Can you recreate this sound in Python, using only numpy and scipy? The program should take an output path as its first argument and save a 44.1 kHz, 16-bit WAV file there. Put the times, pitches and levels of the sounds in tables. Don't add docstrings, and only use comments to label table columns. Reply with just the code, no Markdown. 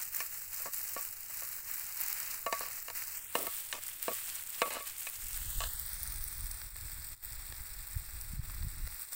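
import sys
import numpy as np
from scipy import signal
from scipy.fft import rfft, irfft, next_fast_len
from scipy.io import wavfile
from scipy.ndimage import uniform_filter1d

SR = 44100
rng = np.random.default_rng(int(sys.argv[2]) if len(sys.argv) > 2 else 0)


def dump(signal):
    limited = np.clip(np.atleast_2d(signal).T, -1, 1)
    pcm = np.round(limited * 32767).astype(np.int16)
    wavfile.write(sys.argv[1], SR, pcm)


N = 403498
TIME = np.arange(N) / SR
EDGE_HZ = 15780


def gain_of(db):
    return 10 ** (np.asarray(db) / 20)


def evened(x):
    return x / np.sqrt(np.mean(x ** 2) + 1e-20)


def curves(rows, t):
    s, *columns = np.transpose(rows)
    return [np.interp(t, s, column) for column in columns]


def coloured(x, points):
    f, db = np.transpose(points)
    size = next_fast_len(len(x))
    hz = np.fft.rfftfreq(size, 1 / SR)
    gain = gain_of(np.interp(np.log(hz + 1), np.log(f), db))
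    return irfft(rfft(x, size) * gain, size)[:len(x)]


def band(x, lo_hz, hi_hz, order=2):
    edges_hz = [lo_hz, min(hi_hz, SR / 2 - 100)]
    return signal.sosfilt(signal.butter(order, edges_hz, "band", fs=SR, output="sos"), x)


def peaking(x, db, size=128):
    loudest_power = uniform_filter1d(x ** 2, size, mode="constant").max()
    return x * gain_of(db) / np.sqrt(loudest_power + 1e-20)


def add(mix, s, sound):
    part = mix[max(round(s * SR), 0):][:len(sound)]
    part += sound[:len(part)]


def swell(start, length, db, rise_s, fall_s, sag_db_per_s=0):
    t = np.maximum(TIME - start, 0)
    rise = np.minimum(t / rise_s, 1)
    held = gain_of(db - sag_db_per_s * np.minimum(t, length))
    release = np.exp(-np.maximum(t - length, 0) / fall_s)
    return (rise * held * release) ** 2


def bursts(centre_hz, width_hz, decay_s, size=256):
    t, hz = np.arange(size) / SR, np.fft.rfftfreq(size, 1 / SR)
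    noise = rfft(rng.standard_normal((len(centre_hz), size)))
    resonance = 1 / (1 + ((hz - centre_hz[:, None]) / width_hz) ** 2)
    puff = irfft(noise * resonance) * np.exp(-t / decay_s)
    return puff / np.linalg.norm(puff, axis=1, keepdims=True)


# f/Hz, density/dB per Hz
FRY_SPECTRUM = [(150, -25.5), (400, -33.5), (750, -21.5), (1200, -16), (2000, -11.5), (4000, -12.5),
                (6500, -10), (8350, -1), (9500, -7), (11500, -8), (14000, -4.5), (15500, 2.5)]


def crackle(spread_db, width_hz, decay_s, haze_db, count):
    at, pitch = rng.random((count, 2)).T
    sizes = gain_of(spread_db * np.minimum(rng.standard_normal(count), 2.5))
    grains = bursts(pitch * EDGE_HZ, width_hz, decay_s) * sizes[:, None]
    places = (at * N).astype(int)[:, None] + np.arange(grains.shape[1])
    pops = np.bincount(places.ravel(), grains.ravel(), N)[:N]
    haze = gain_of(haze_db) * rng.standard_normal(N)
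    return coloured(evened(pops) + haze, FRY_SPECTRUM)


# t/s, level/dB
SIMMER_LEVELS = [(0, -45.5), (4.9, -47.5), (5.45, -40), (6.15, -44), (6.7, -47), (8.8, -50), (9.15, -42.5)]
# t/s, length/s, sizzle flare level/dB, bubbling re spitting/dB
STIR_STROKES = [(-0.03, 0.044, -40, -10.5), (0.111, 0.13, -39.5, -12), (0.31, .08, -43.5, -13.5),
                (0.507, 0.14, -42, -10.5), (0.711, .35, -42, -12.5), (1.277, 0.3, -43.5, -11),
                (1.648, 0.34, -43, -10), (1.97, 0.38, -40, -8.5), (2.507, 0.17, -45.5, -4.5),
                (2.69, 0.094, -44, -8.5), (2.93, 0.083, -39, -10), (3.057, 0.11, -43.5, -11.5),
                (3.319, 0.29, -41, -15), (3.803, 0.099, -47, -9.5), (4.002, 0.38, -41.5, -12),
                (4.495, 0.24, -42.5, -13), (4.842, 0.031, -40.5, -11), (4.968, 0.094, -42.5, -15)]
FLARE_RISE_S, FLARE_FALL_S, FLARE_SAG_DB_PER_S = 0.031, 0.042, 3
SIMMER_BUBBLING_DB = -62
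SIMMER_WET_DB = -17
SPURT_DB, SPURT_HZ = 1.0, (2, 32.2)
CROSSOVER_HZ = 3500


def frying():
    spit_power = gain_of(curves(SIMMER_LEVELS, TIME)[0]) ** 2
    bubble_power = gain_of(SIMMER_BUBBLING_DB) ** 2 + gain_of(SIMMER_WET_DB) ** 2 * spit_power
    for start, length, db, wet_db in STIR_STROKES:
        flare = swell(start, length, db, FLARE_RISE_S, FLARE_FALL_S, FLARE_SAG_DB_PER_S)
        spit_power = spit_power + flare
        bubble_power = bubble_power + flare * gain_of(wet_db) ** 2
    fine = crackle(spread_db=9.5, width_hz=4100, decay_s=0.00075, haze_db=1, count=15000)
    spitting = evened(band(fine, CROSSOVER_HZ, SR / 2))
    coarse = crackle(spread_db=6.0, width_hz=920, decay_s=0.0011, haze_db=8.0, count=9000)
    bubbling = evened(band(coarse, 114, CROSSOVER_HZ))
    spurts = gain_of(SPURT_DB * evened(band(rng.standard_normal(N), *SPURT_HZ)))
    return spurts * (np.sqrt(spit_power) * spitting + np.sqrt(bubble_power) * bubbling)


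# t/s, peak level/dB, centre f/Hz
WATER_SPITS = [(0.149, -34.5, 9600), (0.744, -39, 14300), (1.206, -41, 14500), (2.129, -30, 12300),
               (2.594, -34.5, 7750), (3.027, -44, 14900), (3.173, -37, 14200), (3.898, -41, 13700),
               (4.028, -31.5, 12000), (5.581, -38, 14600), (5.797, -32.5, 11800), (6.032, -32, 12500),
               (6.24, -31.5, 14000), (6.38, -49, 15000), (8.213, -37.5, 10200), (8.518, -46, 14180),
               (8.547, -43, 14200)]


def spits():
    s, db, hz = np.transpose(WATER_SPITS)
    out, t = np.zeros(N), np.arange(512) / SR
    ticks = bursts(hz, width_hz=2800, decay_s=0.0005)
    for when, level, tick in zip(s, db, ticks):
        echo = 0.095 * rng.standard_normal(len(t)) * np.exp(-t / 0.001)
        echo[0] = 1
        sound = band(np.convolve(tick, echo), 1600, EDGE_HZ, order=4)
        add(out, when, peaking(sound, level, size=48))
    return out


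# f/Hz, nominal level/dB, nominal t60/s
PAN_MODES = [(207, -25, 0.13), (276, -40, 0.1), (492, -10, 0.22), (500, -1, 0.11), (530, 5, 0.062),
             (578, 1.5, 0.14), (662, 5, 0.088), (930, -6, 0.046), (1076, 0, 0.02), (1134, -3.5, 0.22),
             (1293, -13.5, 0.18), (1394, -17, 0.083), (1630, -7.5, 0.035), (1767, -13, 0.054),
             (1793, -1.5, 0.049), (2120, -5.5, 0.11), (2314, -4, 0.073), (2540, -3, 0.1),
             (2814, 8.5, 0.021), (3530, -9.5, 0.071), (3955, -3, 0.036), (4010, -44, 0.023)]
PLACE_DB = 2.5
THUD_DB, CLINK_DB = -5.5, -1.5


def pan(force, db, bright_db, ring, crack_db):
    t = np.arange(SR // 3) / SR
    hz, mode_db, t60_s = np.transpose(PAN_MODES)[:, :, None]
    spot_db = PLACE_DB * rng.standard_normal((len(PAN_MODES), 1))
    modes = gain_of(mode_db + spot_db) * np.sin(2 * np.pi * hz * t)
    body = (modes * np.exp(-np.log(1000) * t / (t60_s * max(ring, .2)))).sum(0)
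    blade = band(rng.standard_normal(len(t)), 1400, 14400, order=1) * np.exp(-t / 0.0037)
    sound = signal.fftconvolve(force, body + gain_of(crack_db) * blade)
    shares = [(THUD_DB - bright_db, 195, 760), (0, 850, 1550), (CLINK_DB + bright_db, 1600, 10000)]
    return sum(peaking(band(sound, lo, hi, order=3), db + share_db) for share_db, lo, hi in shares)


# t/s, level/dB, brightness/dB, t60 factor
BLADE_KNOCKS = [(0.204, -41.5, 7.5, 0.97), (0.602, -59, -6, .8), (0.659, -46, -2, 0.49),
                (0.964, -40.5, -3, 0.8), (1.298, -60, 4, 0.95), (1.421, -50.5, 3, 0.77),
                (2.464, -33, -0.5, 1.0), (2.526, -31, 1, 0.73), (2.608, -43, -1, .45), (2.883, -43, 5, 0.5),
                (2.901, -45, 5.5, 0.56), (3.353, -28.5, -2, 0.72), (3.468, -42, -0.5, .65),
                (3.727, -41.5, 9.5, 0.31), (4.081, -33.5, -6.5, 0.9), (4.618, -26.5, -1.5, 0.93),
                (4.768, -41, -4.5, 0.37), (4.806, -47.5, -1, 1), (5.069, -46, 7, 0.53),
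                (5.605, -41.5, 8, 0.61), (5.638, -47.5, 10, 0.47)]
# t/s, length/s, level/dB, brightness/dB
BLADE_SCRAPES = [(0.654, 0.037, -47, -1), (0.975, 0.029, -51, 6.5), (2.608, 0.097, -45.5, 2.5),
                 (3.36, 0.12, -45.5, -6), (3.735, .055, -46, 1.5), (4.1, 0.029, -50.5, -11.5),
                 (4.655, 0.035, -44, -5), (4.704, 0.1, -43.5, 1), (5.615, .06, -46, 8)]
SCRAPE_RING = 0.28
SCRAPE_FADE_DB, SLIPS_PER_S = -11.5, 1200


def spatula():
    out, t = np.zeros(N), np.arange(1024) / SR
    for s, db, bright_db, ring in BLADE_KNOCKS:
        force = .05 * rng.standard_normal(len(t)) * np.exp(-t / .004)
        force[0] = 1
        add(out, s, pan(force, db, bright_db, ring, crack_db=6.0))
    for s, length, db, bright_db in BLADE_SCRAPES:
        strengths = rng.standard_normal(SR // 4)
        slips = (strengths * (rng.random(SR // 4) < SLIPS_PER_S / SR))[:int(length * SR)]
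        force = slips * gain_of(np.linspace(0, SCRAPE_FADE_DB, len(slips)))
        add(out, s, pan(force, db, bright_db, SCRAPE_RING, crack_db=8.0))
    return out


# t/s, peak level/dB
WOOD_SNAPS = [(6.616, -46.5), (6.759, -48), (7.524, -45), (8.498, -50), (8.626, -51.5), (8.874, -48),
              (9.129, -51)]


def fire():
    out, t = np.zeros(N), np.arange(2048) / SR
    for s, db in WOOD_SNAPS:
        snap = band(rng.standard_normal(len(t)), 790, 4000, order=1) * np.exp(-t / 0.0018)
        add(out, s, peaking(snap, db))
    return out


# f/Hz, density/dB per Hz
AIR_SPECTRUM = [(20, 4.5), (50, -9), (100, -4), (180, -22.5), (400, -19), (1500, -23.5), (6000, -43)]
WIND_SPECTRUM = [(15, -1.5), (40, 4), (80, -6), (130, -14.5), (200, -30.5), (320, -30), (700, -81)]
# t/s, length/s, level/dB
WIND_GUSTS = [(5.34, 0.31, -47), (5.965, 0.3, -47.5), (6.348, 0.09, -42), (6.717, 0.32, -51.5),
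              (8.232, 0.63, -43.5)]
# t/s, length/s, level/dB
LIGHT_WIND = (5.15, 3.75, -52.5)
# t/s, peak level/dB, half width/s
WIND_EDDIES = [(7.968, -30, 0.0032), (8.337, -38.5, .0018), (8.396, -26, 0.0027), (8.649, -36.5, 0.0021),
               (8.671, -33.5, 0.0028)]
GUST_RISE_S, GUST_FALL_S = 0.09, 0.046


def wind():
    air = gain_of(-65.5) * evened(coloured(rng.standard_normal(N), AIR_SPECTRUM))
    lumps = gain_of(3.2 * np.clip(evened(band(rng.standard_normal(N), 4, 14)), -2, 1.6))
    buffeting = evened(coloured(rng.standard_normal(N) * lumps, WIND_SPECTRUM))
    power = sum(swell(*gust, GUST_RISE_S, GUST_FALL_S) for gust in [LIGHT_WIND, *WIND_GUSTS])
    out = air + buffeting * np.sqrt(power)
    for s, db, width_s in WIND_EDDIES:
        u = np.arange(-SR // 20, SR // 20) / SR / width_s
        push = (1 - u ** 2) * np.exp(-u ** 2 / 2)
        add(out, s - 1 / 20, gain_of(db) * push)
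    return out


# t/s, nominal f/Hz, depth/dB
LOWEST_HOLLOW = [(0, 3440, 18.5), (3.12, 3380, 18.5), (3.26, 4470, 21), (3.36, 6700, 2.5), (5.1, 5750, 2),
                 (5.4, 2300, 4), (5.63, 2310, 24), (5.95, 2910, 18), (9.15, 3030, 17)]
# t/s, 2nd and 3rd hollow f re lowest, their depth scale/dB, 8-16 kHz dulling/dB
UPPER_HOLLOWS = [(5.1, 2.57, 2.8, 3.25, -2), (5.45, 2.3, 4.7, 3.6, 0), (5.9, 2.48, 4.15, 10, 0.5),
                 (6.45, 2.37, 4.1, 9.5, 0), (6.75, 2.2, 3.7, 9.6, 0)]


def hollowed(x):
    hz, t, z = signal.stft(x, SR, nperseg=1024, noverlap=768)
    hz = hz[:, None]
    first_hz, depth_db = curves(LOWEST_HOLLOW, t)
    second, third, upper_db, dull_db = curves(UPPER_HOLLOWS, t)
    sway = evened(uniform_filter1d(rng.standard_normal(len(t)), size=40))
    first_hz = first_hz * (1 + .008 * sway)
    lowest = np.exp(-abs(hz / first_hz - 1) / 0.13)
    upper = np.exp(-((hz - second * first_hz) / 750) ** 2)
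    upper = upper + 0.67 * np.exp(-((hz - third * first_hz) / 1200) ** 2)
    loss_db = depth_db * lowest + upper_db * (upper - .28) + dull_db * (hz - 8000) / 8000
    return signal.istft(z * gain_of(-loss_db), SR, nperseg=1024, noverlap=768)[1][:N]


def scene():
    return (hollowed(frying() + spits() + spatula() + fire()) + wind())[None]


# t/s, length/s, depth/dB
LEVEL_DIPS = [(6.689, 0.072, 4.5), (7.147, 0.077, 13), (8.358, 0.075, 4.5), (9.04, 0.08, 6)]
DIP_EDGE_S, OUTPUT_DB = 0.018, 3.5


def record(dry):
    dip_db = 0
    for s, length, depth_db in LEVEL_DIPS:
        inside_s = np.minimum(TIME - s, s + length - TIME)
        dip_db = dip_db + depth_db * np.clip(inside_s / DIP_EDGE_S + .5, 0, 1)
    lowpass = signal.firwin(511, EDGE_HZ, window=("kaiser", 8), fs=SR)
    return signal.oaconvolve(dry * gain_of(OUTPUT_DB - dip_db), lowpass[None], "same")


dry = scene()
out = record(dry)
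dump(out)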